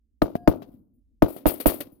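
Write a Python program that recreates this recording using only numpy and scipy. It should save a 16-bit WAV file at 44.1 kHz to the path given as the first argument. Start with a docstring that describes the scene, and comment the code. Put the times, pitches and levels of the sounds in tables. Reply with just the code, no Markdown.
"""Five rifle shots over open desert, just ahead of a stereo microphone, above a faint rumble.
The first blast (0.22 s) brings ground bounces, echoes off the slope and a roll off the hills; its
bullet rings a far steel plate (0.35 s). The ring drops away under the second blast (0.48 s) and is gone
by 0.8 s, as spent cases start to tinkle. Three quick shots follow (1.22-1.66 s), their bullets thudding
down; the brighter left microphone port turns hissy and drops out briefly under the last two blasts."""
import sys
import numpy as np
from scipy.fft import rfft, irfft, next_fast_len
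from scipy.io import wavfile
from scipy.ndimage import map_coordinates

SR = 44100
rng = np.random.default_rng(int(sys.argv[2]) if len(sys.argv) > 2 else 0)


def wrap_up_sound(samples):
    """Save the sound to the file named by the first command line argument, as 16-bit audio."""
    columns = np.atleast_2d(samples).T
    # keep every value between -1 and 1, then stretch to whole-number steps
    tamed = np.clip(columns, -1, 1)
    steps = np.round(tamed * 32767).astype(np.int16)
    wavfile.write(sys.argv[1], SR, steps)


N = 88200
T = np.arange(N) / SR


def amp(db):
    return 10 ** (np.asarray(db) / 20)


def pan(right_db):
    return amp([[0], [right_db]])


def delayed(x, delay_s):
    return np.pad(np.atleast_2d(x), ((0, 0), (round(delay_s * SR), 0)))[:, :N]


def filtered(x, response):
    size = next_fast_len(N + 8192)
    return irfft(rfft(x, size) * response(np.fft.rfftfreq(size, 1 / SR)), size)[..., :N]


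def lowpass(x, cutoff_hz, order=4):
    return filtered(x, lambda hz: 1 / (1 + (hz / cutoff_hz) ** order))


def wobble(knots_per_s):
    """Smooth random curve."""
    return map_coordinates(rng.standard_normal(int(N * knots_per_s / SR) + 4), [T * knots_per_s])


def noise(spectrum, correlation):
    """Shaped stereo noise, rms 1."""
    f_hz, level_db = np.transpose(spectrum)
    shape = lambda hz: amp(np.interp(np.log(hz + 1), np.log(f_hz + 1), level_db))
    mid, side = filtered(rng.standard_normal((2, N)), shape)
    angle = np.arccos(np.clip(correlation, 0, 1)) / 2
    x = np.cos(angle) * mid + np.sin(angle) * np.array([side, -side])
    return x / x.std()


def pulse(start_s, width_ms):
    """Push of air, then a longer suction."""
    u = np.clip((T - start_s) * 1000 / width_ms, 0, 60)
    return u * u * (3 - u) * np.exp(-u) / .78


def decay(start_s, db, t60_s, rise_s):
    age_s = np.maximum(T - start_s, 0)
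    return amp(db - 60 * age_s / t60_s) * (1 - np.exp(-age_s / rise_s))


def tone(start_s, hz, db, t60_s, rise_s, phase=0):
    return decay(start_s, db, t60_s, rise_s) * np.sin(2 * np.pi * hz * (T - start_s) + phase)


def ring(start_s, db, modes, waver_db=3.5):
    """Struck metal, one row per mode; unsteady above 2 kHz."""
    rows = []
    for hz, mode_db, t60_s in modes:
        waver = amp(waver_db * wobble(hz ** .5) * (hz > 2000))
        rows.append(waver * tone(start_s, hz, db + mode_db, t60_s, .0022, rng.uniform(0, 6)))
    return np.array(rows)


# Rumble spectrum: f/Hz, level/dB
RUMBLE_SPECTRUM = [(15, -45), (25, -15.5), (41, -3), (59, -3), (78, -8), (87, -22), (97, -31.5), (153, -38),
                   (256, -37.5), (575, -65), (16000, -65.5)]
def rumble(level_db=-65, swing_db=3.5):
    """Faint, wavering low noise."""
    return amp(level_db + swing_db * wobble(4.7)) * noise(RUMBLE_SPECTRUM, .6)


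# Case landings: t/s, level/dB
CASES = [(.770, -91), (0.939, -74.5), (1.201, -92), (1.92, -57)]
# Case modes: f/Hz, level/dB, t60/s
BRASS_MODES = [(10650, -6, .3), (14700, 0, .2), (14950, -12, .15)]
def cases():
    """Brass rings and ticks on stones to the left."""
    tick = lambda s, db: decay(s, db + 1, .012, .0003) * noise(HISS_LEFT_SPECTRUM, 0)[0]
    return sum(ring(s, db, BRASS_MODES).sum(0) + tick(s, db) for s, db in CASES) * pan(-30)


# Roll spectrum: f/Hz, level/dB
ROLL_SPECTRUM = [(53, -35), (90, -4), (141, -13.5), (235, -3), (343, -13.5), (401, -41), (429, -23.5),
                 (700, -40.5), (910, -69), (1540, -120)]
def hill_roll(level_db=-41.5, floor_db=-78.5, t60_s=1.2):
    """Each shot rolls back off distant hills."""
    power = amp(floor_db) ** 2 + sum(decay(s, level_db, t60_s, .05) ** 2 for s, *_ in SHOTS)
    return np.sqrt(power) * amp(2.5 * wobble(17)) * noise(ROLL_SPECTRUM, .6) * pan(-3)


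# Plate modes: f/Hz, level/dB, t60/s
STEEL_MODES = [(705, 0, 2.7), (1642, -18, 0.5), (3063, -34, 0.34), (4893, -33, 1.6), (6191, -37, 0.13),
               (7445, -56, 5.0), (9308, -43, 5.0), (9717, -31, 0.41), (10350, -26, 0.2), (11820, -27, 0.15),
               (12580, -27, 0.31), (13600, -20, 0.099), (14410, -30, 0.25), (15270, -22, 0.1)]
# Ring fade: t/s, level/dB
STEEL_FADE = [(.475, 0), (.485, -8), (.72, -13), (.8, -50)]
def steel_plate(level_db=-46.5, right_cutoff_hz=2500):
    """The first bullet rings a plate; high modes lie to the left."""
    fade = amp(np.interp(T, *np.transpose(STEEL_FADE)))
    modes = ring(IMPACTS[0][0] + .004, level_db, STEEL_MODES) * fade
    right_gains = 1 / (1 + (np.array(STEEL_MODES)[:, 0] / right_cutoff_hz) ** 2)
    return np.array([modes.sum(0), right_gains @ modes])


# Bullet landings: t/s, thud/dB, crackle/dB, hiss/dB, boom/dB, t60/s
IMPACTS = [(0.3519, -10, -36, -38.5, -30, 0.048), (0.619, -29.5, -41.5, -55.5, -43, 0.073),
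           (1.3620, -26, -55.5, -63, -40, 0.18), (1.6, -26, -40, -44, -25.5, 0.1),
           (1.804, -37, -41, -46, -24.5, 0.081)]
# Landing boom spectrum: f/Hz, level/dB
IMPACT_SPECTRUM = [(88, -33), (150, -2), (286, 5.5), (416, -5.5), (567, 1.5), (892, -28.5), (1500, -28),
                   (1950, -47), (3300, -120)]
def impacts(width_ms=.45, gap_s=.0023):
    """Each bullet lands with a double thud, a clack and a scattered boom."""
    left = right = boom = 0
    for s, db, _, _, boom_db, t60_s in IMPACTS:
        thud = -pulse(s + gap_s, width_ms) + .38 * pulse(s + 2 * gap_s, width_ms)
        clack = tone(s + gap_s, hz=645, db=-1.5, t60_s=.022, rise_s=.00051)
        left += amp(db) * (thud - clack)
        right += amp(db - 6) * pulse(s + .0016, width_ms)
        boom += decay(s, boom_db, t60_s, .0032)
    right += amp(-5) * delayed(left, .0005)[0]
    return np.array([left, right]) + boom * noise(IMPACT_SPECTRUM, .6) * pan(-2.5)


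# Scatter bands: onset/dB, t60/s, tail/dB, tail t60/s, right/dB, correlation (clipped to 0-1)
CRACKLE_BAND = (-22, 0.0254, -42.5, 0.2986, -18, 2.4)
HISS_BAND = (-33, 0.1834, -53.5, 0.4581, -23, -0.46)
# Band spectra: f/Hz, level/dB
CRACKLE_SPECTRUM = [(650, -34.5), (1100, 1), (1480, -7.5), (1880, -5.5), (2250, -4), (4450, -7.5),
                    (7500, -19), (9750, -43), (16500, -120)]
HISS_LEFT_SPECTRUM = [(3820, -46), (6500, -27.5), (7990, -15.5), (9600, -7.5), (13800, 2), (15900, -4.5),
                      (16200, -15.5), (16500, -35.5)]
HISS_RIGHT_SPECTRUM = [(6500, -27), (8000, -30.5), (11000, -30), (12000, -7), (14500, -2), (15800, -6.5),
                       (16500, -41.5)]
# Left port colour: t/s, crackle/dB, hiss/dB, share of bass lost
LEFT_PORT = [(0.222, 2, -0.5, 0.52), (.27, -3.2, -7, 0.48), (.45, 3, 8, 0), (0.484, -2.5, 0.5, 0.24),
             (.53, -1.1, -6.2, 0.15), (0.598, -9.5, -1.2, 0), (.75, 17, 18, 0.41), (1.226, -0.5, 2.5, 0.15),
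             (1.245, 1, -4.8, 0.12), (1.274, -6, -10.5, 0.46), (1.284, 4, 9, 0.57), (1.36, 6, 24, 0.92),
             (1.455, 9, 11.5, 1), (1.465, 13, 19, 1), (1.53, 7.5, 19.5, 0.7), (1.598, 9, 22, .9),
             (1.701, 12.5, 17.5, 0.86), (1.799, 7.5, 22.5, 0.88), (2, 23.5, 10, 0.86)]
def treble_scatter(band, left_spectrum, right_spectrum, column):
    """Fluttering noise after impacts, blasts and echoes; column 1 is crackle, 2 is hiss."""
    onset_db, t60_s, tail_db, tail_t60_s, right_db, correlation = band
    power = sum(decay(hit[0], hit[1 + column], hit[-1], .0032) ** 2 for hit in IMPACTS)
    for s, db, *_ in SHOTS:
        power += decay(s, db + onset_db, t60_s, .0006) ** 2
        power += decay(s, db + tail_db, tail_t60_s, .002) ** 2
        power += sum(decay(s + echo[0], db + echo[1 + column], .035, .0014) ** 2 for echo in ECHOES)
    port = np.transpose(LEFT_PORT)
    gains = amp([np.interp(T, port[0], port[column]), np.full(N, right_db)])
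    pair = np.array([noise(left_spectrum, correlation)[0], noise(right_spectrum, correlation)[1]])
    flutter_db = 2 * wobble(250) + .5 * wobble(60)
    return np.sqrt(power) * pair * gains * amp(flutter_db)


# Boom band: onset/dB, t60/s, tail/dB, tail t60/s, right/dB, correlation
BOOM_BAND = (-15, 0.2148, -28.5, 0.55, -6.5, 0)
# Boom spectrum: f/Hz, level/dB
BOOM_SPECTRUM = [(35, -48), (60, -23), (174, -11), (231, -15.5), (268, 0.5), (417, -8.5), (440, -12),
                 (642, -14), (755, -19.5), (1500, -35), (1950, -65.5), (3300, -120)]
def scattered_boom():
    """Low scatter of one blast: fast decay, longer tail."""
    onset_db, t60_s, tail_db, tail_t60_s, right_db, correlation = BOOM_BAND
    envelope = np.hypot(decay(.0048, onset_db, t60_s, .002), decay(.004, tail_db, tail_t60_s, .006))
    return envelope * noise(BOOM_SPECTRUM, correlation) * pan(right_db)


# Echoes: delay/s, blast copy/dB, crackle/dB, hiss/dB
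ECHOES = [(.038, -18.5, -42, -46.5), (.047, -25, -44, -46), (.061, -19.5, -78, -68), (.082, -26, -76, -47),
          (.211, -28.5, -73, -79.5), (0.264, -28, -95, -79)]
def echoes(blast, cutoff_hz_s=87):
    """Ground and slope return the blast, duller with delay."""
    return sum(amp(db) * delayed(lowpass(blast, cutoff_hz_s / s), s) for s, db, *_ in ECHOES) * pan(-8)


# Thumps, left then right: signed gain, f/Hz, start/ms, length/ms
THUMPS = [(-.14, 66, 3, 28), (0.171, 61, 3.2, 33)]
def thump(start_s):
    """Short low swing of pressure under a blast."""
    rows = []
    for gain, hz, start_ms, length_ms in THUMPS:
        age_ms = (T - start_s) * 1000 - start_ms
        window = np.sin(np.pi * np.clip(age_ms / length_ms, 0, 1))
        rows.append(gain * window * np.sin(2 * np.pi * hz * age_ms / 1000))
    return np.array(rows)


# Blast pulses at each port: delay/ms, signed gain, width/ms
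PULSES_LEFT = [(-1.2, -.15, .4), (0, .22, .2), (1.1, .35, .25), (2.8, .75, .4), (5.6, .9, .68),
               (9.2, .4, .5), (12.6, .18, .5), (15.9, .2, .4), (18.4, .22, .6)]
PULSES_RIGHT = [(.1, .55, .25), (3.25, .8, .36), (6.1, .55, .7)]
def muzzle_blast(start_s, left_lag_s=.0011):
    """Direct crack, ground bounces, housing ring; the left port dips first, then rings near 300 Hz."""
    left, right = [sum(gain * pulse(start_s + ms / 1000, width_ms) for ms, gain, width_ms in pulses)
                   for pulses in (PULSES_LEFT, PULSES_RIGHT)]
    housing = tone(start_s, hz=630, db=-5.5, t60_s=.022, rise_s=.00015)
    return np.array([left + delayed(housing, left_lag_s)[0], right + housing])


# Shots: t/s, level/dB, left blast/dB, bark/dB, left gain glitch (from/ms, to/ms, gain/dB)
SHOTS = [(0.2192, -4, 1.5, -9.5, 1.05, 0.88, 7.5), (0.4757, -1, 4.5, -13.5, 0.26, 1, -0.5),
         (1.2224, -0.5, 2, -13.5, 3.6, 0.55, 5.5), (1.4574, 0, 6, -12, -2.1, 8.7, -19),
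         (1.6587, 1.5, -8.5, -15, 0.32, 7.7, -11)]
def rifle_shots(lead_s=.002):
    """All shots share pulses and echoes; each barks, mainly in the left port."""
    blast = muzzle_blast(lead_s)
    near = blast + thump(lead_s)
    far = echoes(blast[1]) + scattered_boom()
    bark = tone(lead_s, hz=1227, db=0, t60_s=.035, rise_s=.00015) * pan(-12)
    return sum(amp(db) * delayed(near * amp([[left_db], [0]]) + far + amp(bark_db) * bark, s - lead_s)
               for s, db, left_db, bark_db, *_ in SHOTS)


def scene():
    shots = rifle_shots() + hill_roll()
    crackle = treble_scatter(CRACKLE_BAND, CRACKLE_SPECTRUM, CRACKLE_SPECTRUM, column=1)
    hiss = treble_scatter(HISS_BAND, HISS_LEFT_SPECTRUM, HISS_RIGHT_SPECTRUM, column=2)
    return shots + crackle + hiss + impacts() + steel_plate() + cases() + rumble()


def record(dry):
    """The left port loses bass and jumps or drops out at blasts; soft clip; band limit."""
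    times_s, *_, bass_lost = np.transpose(LEFT_PORT)
    left = dry[0] - np.interp(T, times_s, bass_lost) * lowpass(dry[0], cutoff_hz=280)
    glitch_db = sum(np.interp((T - s) * 1000, [from_ms - .5, from_ms, to_ms, to_ms + .56], [0, db, db, 0])
                    for s, *_, from_ms, to_ms, db in SHOTS)
    x = np.array([left * amp(glitch_db), dry[1]])
    ceiling, knee = 1.03, 6
    clipped = x / (1 + np.abs(x / ceiling) ** knee) ** (1 / knee)
    return lowpass(clipped, cutoff_hz=15950, order=60)


dry = scene()
out = record(dry)
wrap_up_sound(out)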